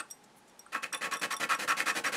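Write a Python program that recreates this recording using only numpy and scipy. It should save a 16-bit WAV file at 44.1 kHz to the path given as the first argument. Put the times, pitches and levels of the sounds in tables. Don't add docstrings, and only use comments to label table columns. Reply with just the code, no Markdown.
import sys
import numpy as np
from scipy import signal
from scipy.fft import rfft, irfft
from scipy.io import wavfile

SR = 44100
rng = np.random.default_rng(int(sys.argv[2]) if len(sys.argv) > 2 else 0)


def wav_record(signal):
    frames = np.transpose(np.atleast_2d(signal))
    bounded = np.clip(frames, -1, 1)
    quanta = np.round(bounded * 32767).astype(np.int16)
    wavfile.write(sys.argv[1], SR, quanta)


N = 95564
T = np.arange(N) / SR


def amp(db):
    return 10 ** (np.asarray(db) / 20)


def unit(x):
    return x / np.sqrt(np.mean(x ** 2) + 1e-20)


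def read(points, hz):
    f, value = np.transpose(points)
    return np.interp(np.log(hz + 1), np.log(f + 1), value)


def colour(x, points, size=4096):
    log_gain = np.log(amp(read(points, abs(np.fft.fftfreq(size, 1 / SR)))))
    spectrum = np.exp(np.conj(signal.hilbert(log_gain)))
    taps = np.fft.ifft(spectrum).real[:size // 2]
    return signal.fftconvolve(x, taps / np.linalg.norm(taps))[:N]


def resonate(x, hz, width_hz):
    turn = np.exp(2j * np.pi * np.cumsum(hz * np.ones(len(x))) / SR)
    r = np.exp(-np.pi * width_hz / SR)
    smooth = signal.lfilter([1 - r], [1, -r], x / turn + 1e-18)
    return 2 * (turn * smooth).real


def resonate_twice(x, hz, width_hz):
    return resonate(resonate(x, hz, width_hz), hz, width_hz)


def add(mix, start_s, sound):
    part = mix[round(start_s * SR):][:len(sound)]
    part += sound[:len(part)]


def ring(hz, t60_s, rise_s):
    t = T[:SR // 5]
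    decay = np.exp(-np.log(1000) * t / t60_s)
    return (1 - np.exp(-t / rise_s)) * decay * np.sin(2 * np.pi * (hz * t + rng.random()))


def filing():
    # start_s, length_s, grit_db, wood_ring_db, wood_pitch_hz, low_rub_db
    strokes = [(-.05, 0.065, -35.5, -40.5, 1460, -50.5), (.720, 0.067, -45.5, -40.5, 1290, -55.5),
               (.746, 0.017, -80, -36.5, 1390, -51), (.824, 0.027, -39, -40, 1790, -50.5),
               (.849, 0.024, -48.5, -49.5, 1685, -57), (.929, 0.031, -42, -34, 1390, -50.5),
               (1.009, 0.072, -38.5, -35, 1650, -46), (1.111, 0.055, -38.5, -35, 1370, -49.5),
               (1.213, .052, -33.5, -38.5, 1690, -42.5), (1.303, 0.047, -37, -36.5, 1290, -51),
               (1.397, 0.061, -35.5, -36, 1695, -41.5), (1.489, 0.066, -34.5, -27.5, 1270, -48.5),
               (1.587, 0.068, -36, -41, 1770, -43), (1.675, 0.062, -33.5, -28, 1336, -45.5),
               (1.767, 0.068, -35, -41, 1950, -45), (1.857, 0.062, -33, -29.5, 1480, -45),
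               (1.950, 0.054, -33.5, -47, 1890, -40), (2.038, 0.061, -35, -30.5, 1560, -43.5),
               (2.12, 0.056, -35, -39, 1630, -43)]
    # start_s, wood_ring_db
    snags = [(0.749, -34.5), (1.236, -35.5), (1.43, -31.5), (1.803, -24), (1.895, -41.5)]
    # frequency_hz, level_db
    grit_colour = [(150, -66.5), (700, -3.5), (1500, 11), (2700, 4), (3300, 0.5), (4500, 1.5), (5200, -2.5),
                   (7000, -2.5), (9500, -4.5), (12000, -10), (13500, -17.5), (15700, -23)]
    # frequency_hz, level_db
    rub_colour = [(30, -82), (100, -17), (140, -8.5), (210, 1.5), (310, 0), (380, -2.5), (520, 4.5),
                  (650, -3), (850, 1), (1300, -20), (4000, -30.5)]
    push_below_hz = 1690
    push_glide, pull_glide = -0.23, 0.18
    push_late, pull_late, grit_late, rasp_late = 0.77, 0.99, 0.66, 0.95
    grit_arch, wood_arch, rub_arch = 0.56, 1, 0.15
    wood_overrun_s, rub_overrun_s = 0.0061, 0.0075
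    rasp_hz, rasp_width_hz, rasp_db = 2634, 1100, -7
    wood_width_hz = 910
    snag_s, snag_grit_db = 0.0015, -11.5
    catch_s, catch_db = 0.002, 1.8

    grit, rasp, wood, rub = np.zeros((4, N))
    pitch = np.full(N, float(strokes[0][4]))
    for start, length, grit_db, wood_db, hz, rub_db in strokes:
        glide, late = (push_glide, push_late) if hz < push_below_hz else (pull_glide, pull_late)
        grit += amp(grit_db) * speed(start, length, grit_late) ** grit_arch
        rasp += amp((wood_db + grit_db) / 2 + rasp_db) * speed(start, length, rasp_late) ** grit_arch
        wood += amp(wood_db) * speed(start, length + wood_overrun_s, late) ** wood_arch
        rub += amp(rub_db) * speed(start, length + rub_overrun_s) ** rub_arch
        progress = np.clip((T - start) / length, 0, 1)
        pitch = np.where(T >= start, hz * 2 ** (glide * (progress - .5)), pitch)
    for start, db in snags:
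        u = np.maximum(T - start, 0) / snag_s
        jolt = amp(db) * (u * np.exp(1 - u)) ** 2
        wood += jolt
        grit += amp(snag_grit_db) * jolt

    wander = signal.fftconvolve(rng.standard_normal(N), np.exp(-T / catch_s))[:N]
    catch = unit(amp(catch_db * unit(wander)))
    hiss = colour(grit * catch * grains(), grit_colour)
    low_rub = colour(rub * grains(), rub_colour)
    hollow = wood_ring(wood * catch * grains(), pitch, wood_width_hz)
    bright = wood_ring(rasp * catch * grains(), rasp_hz, rasp_width_hz)
    return hiss + low_rub + hollow + bright


def speed(start_s, length_s, late=1):
    arch = np.sin(np.pi * np.clip((T - start_s) / length_s, 0, 1) ** late).clip(0)
    return arch * (T < start_s + length_s)


def grains():
    per_s, spread_db = 6500, 2.2
    size = amp(spread_db * np.minimum(rng.exponential(1, N), 4))
    return unit(size * rng.choice([-1., 1.], N) * (rng.random(N) < per_s / SR))


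def wood_ring(drive, hz, width_hz):
    # frequency_hz, width_hz, level_db
    body_modes = [(525, 20, 7), (880, 30, -2), (958, 25, -1), (1107, 26, 10), (1279, 22, 0), (1341, 25, 0),
                  (1615, 50, 1), (1761, 30, 0), (1830, 25, 1), (1925, 35, -2), (2188, 35, -3),
                  (2470, 60, 0), (2590, 30, 3)]
    broad_db, lowest_hz = -3.5, 383
    broad = resonate_twice(drive, hz, width_hz)
    body = amp(broad_db) * broad
    for mode_hz, mode_width_hz, db in body_modes:
        body += amp(db) * resonate(broad, mode_hz, mode_width_hz)
    no_bass = signal.butter(2, lowest_hz, "high", fs=SR, output="sos")
    return unit(signal.sosfilt(no_bass, body)) * np.std(drive)


def knocks():
    # start_s, wood_db, tick_db (of each mode)
    touches = [(.003, -29.5, -26.5), (0.663, -42.5, -44.5), (0.923, -34.5, -49)]
    # frequency_hz, t60_s
    tap_modes = [(1150, 0.02), (1380, 0.03), (1590, 0.02)]
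    # frequency_hz, t60_s
    tick_modes = [(8300, 0.017), (8700, 0.0062), (9300, 0.0097)]
    out = np.zeros(N)
    for start, wood_db, tick_db in touches:
        for modes, db in ((tap_modes, wood_db), (tick_modes, tick_db)):
            add(out, start, amp(db) * sum(ring(hz, t60, rise_s=0.0015) for hz, t60 in modes))
    return out


def bracelets():
    # start_s, first_bangle_db, second_bangle_db
    clinks = [(.102, -51, -51), (.110, -36, -56), (.496, -62, -58), (.593, -44, -60), (.928, -33, -43),
              (.946, -39, -33), (.975, -56, -44), (1.136, -35, -52), (1.169, -43, -40), (1.196, -44, -44),
              (1.322, -35, -50), (1.339, -36, -50), (1.366, -39, -37), (1.548, -39, -43), (1.690, -33, -43),
              (1.890, -35, -46), (1.942, -48, -48), (2.062, -35, -47)]
    # frequency_hz, level_db, t60_s
    first_bangle = [(5660, 0, .06), (8190, -1, .042), (12480, -5, .032)]
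    # frequency_hz, level_db, t60_s
    second_bangle = [(3525, -1, .04), (7420, -7, .03), (8850, -8, .03), (9950, -2, .045)]
    spread_db, detune, rise_s = 2, 0.002, 0.0004
    chatter_hz, chatter_db, chatter_s = 7340, -8, 0.003
    after_db, after_t60_s = -18, 0.1
    out, t = np.zeros(N), T[:SR // 5]
    for start, first_db, second_db in clinks:
        chatter = unit(resonate_twice(rng.standard_normal(len(t)), chatter_hz, chatter_hz))
        add(out, start, amp(max(first_db, second_db) + chatter_db) * np.exp(-t / chatter_s) * chatter)
        for modes, level_db in ((first_bangle, first_db), (second_bangle, second_db)):
            for hz, db, t60 in modes:
                louder, sharper = rng.standard_normal(2)
                strike = ring(hz * (1 + detune * sharper), t60, rise_s)
                add(out, start, amp(level_db + db + spread_db * louder) * strike)
                add(out, start, amp(level_db + db + after_db) * ring(hz, after_t60_s, rise_s))
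    return out


def fingers():
    # middle_s, half_length_s, level_db, brightest_hz
    brushes = [(.092, .008, -70, 9100), (0.243, 0.0067, -59, 6900), (0.378, 0.015, -63, 10200),
               (.485, 0.0073, -62.5, 7650)]
    out = np.zeros(N)
    for middle, half, db, hz in brushes:
        swell = np.exp(-((T - middle) / half) ** 2)
        out += amp(db) * swell * unit(resonate_twice(grains(), hz, width_hz=4000))
    return out


def room(x):
    # frequency_hz, t60_s
    decay_times = [(150, 0.23), (800, 0.23), (14000, 0.15)]
    early_db, early_s, tail_db = -9, 0.0033, -12.5
    low_db, high_db = 5.5, 1
    t = T[:SR // 2]
    taps = rng.standard_normal((2, len(t))) * (rng.random((2, len(t))) < .1)
    early = taps[0] * (t > .001) * np.exp(-t / early_s)
    hz, at, z = signal.stft(taps[1] * (t > .006), SR, nperseg=256)
    z = z * np.exp(-np.log(1000) * at / read(decay_times, hz)[:, None])
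    tail = signal.istft(z, SR, nperseg=256)[1][:len(t)]
    tilt_points = [(300, low_db), (1500, 0.021), (8000, high_db)]
    tilt = amp(read(tilt_points, np.fft.rfftfreq(len(t), 1 / SR)))
    tail = irfft(rfft(tail / np.linalg.norm(tail)) * tilt, len(t))
    response = amp(early_db) * early / np.linalg.norm(early) + amp(tail_db) * tail
    return x + signal.fftconvolve(x, response)[:N]


def background():
    # frequency_hz, level_db
    floor_colour = [(20, -14), (75, -14.5), (215, 0.5), (686, -4), (1310, -7.5), (10000, -22.5),
                    (15600, -43)]
    floor_db, hum_db = -61.5, -68
    floor = colour(rng.standard_normal(N), floor_colour)
    hum = unit(resonate(rng.standard_normal(N), hz=845, width_hz=60))
    return amp(floor_db) * floor + amp(hum_db) * hum


def scene():
    close_by = filing() + knocks() + bracelets() + fingers()
    return (room(close_by) + background())[None]


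def record(dry):
    edge_hz = 15750
    low_pass = signal.firwin(1023, edge_hz, window=("kaiser", 9), fs=SR)
    return signal.oaconvolve(dry, low_pass[None], "same")


dry = scene()
out = record(dry)
wav_record(out)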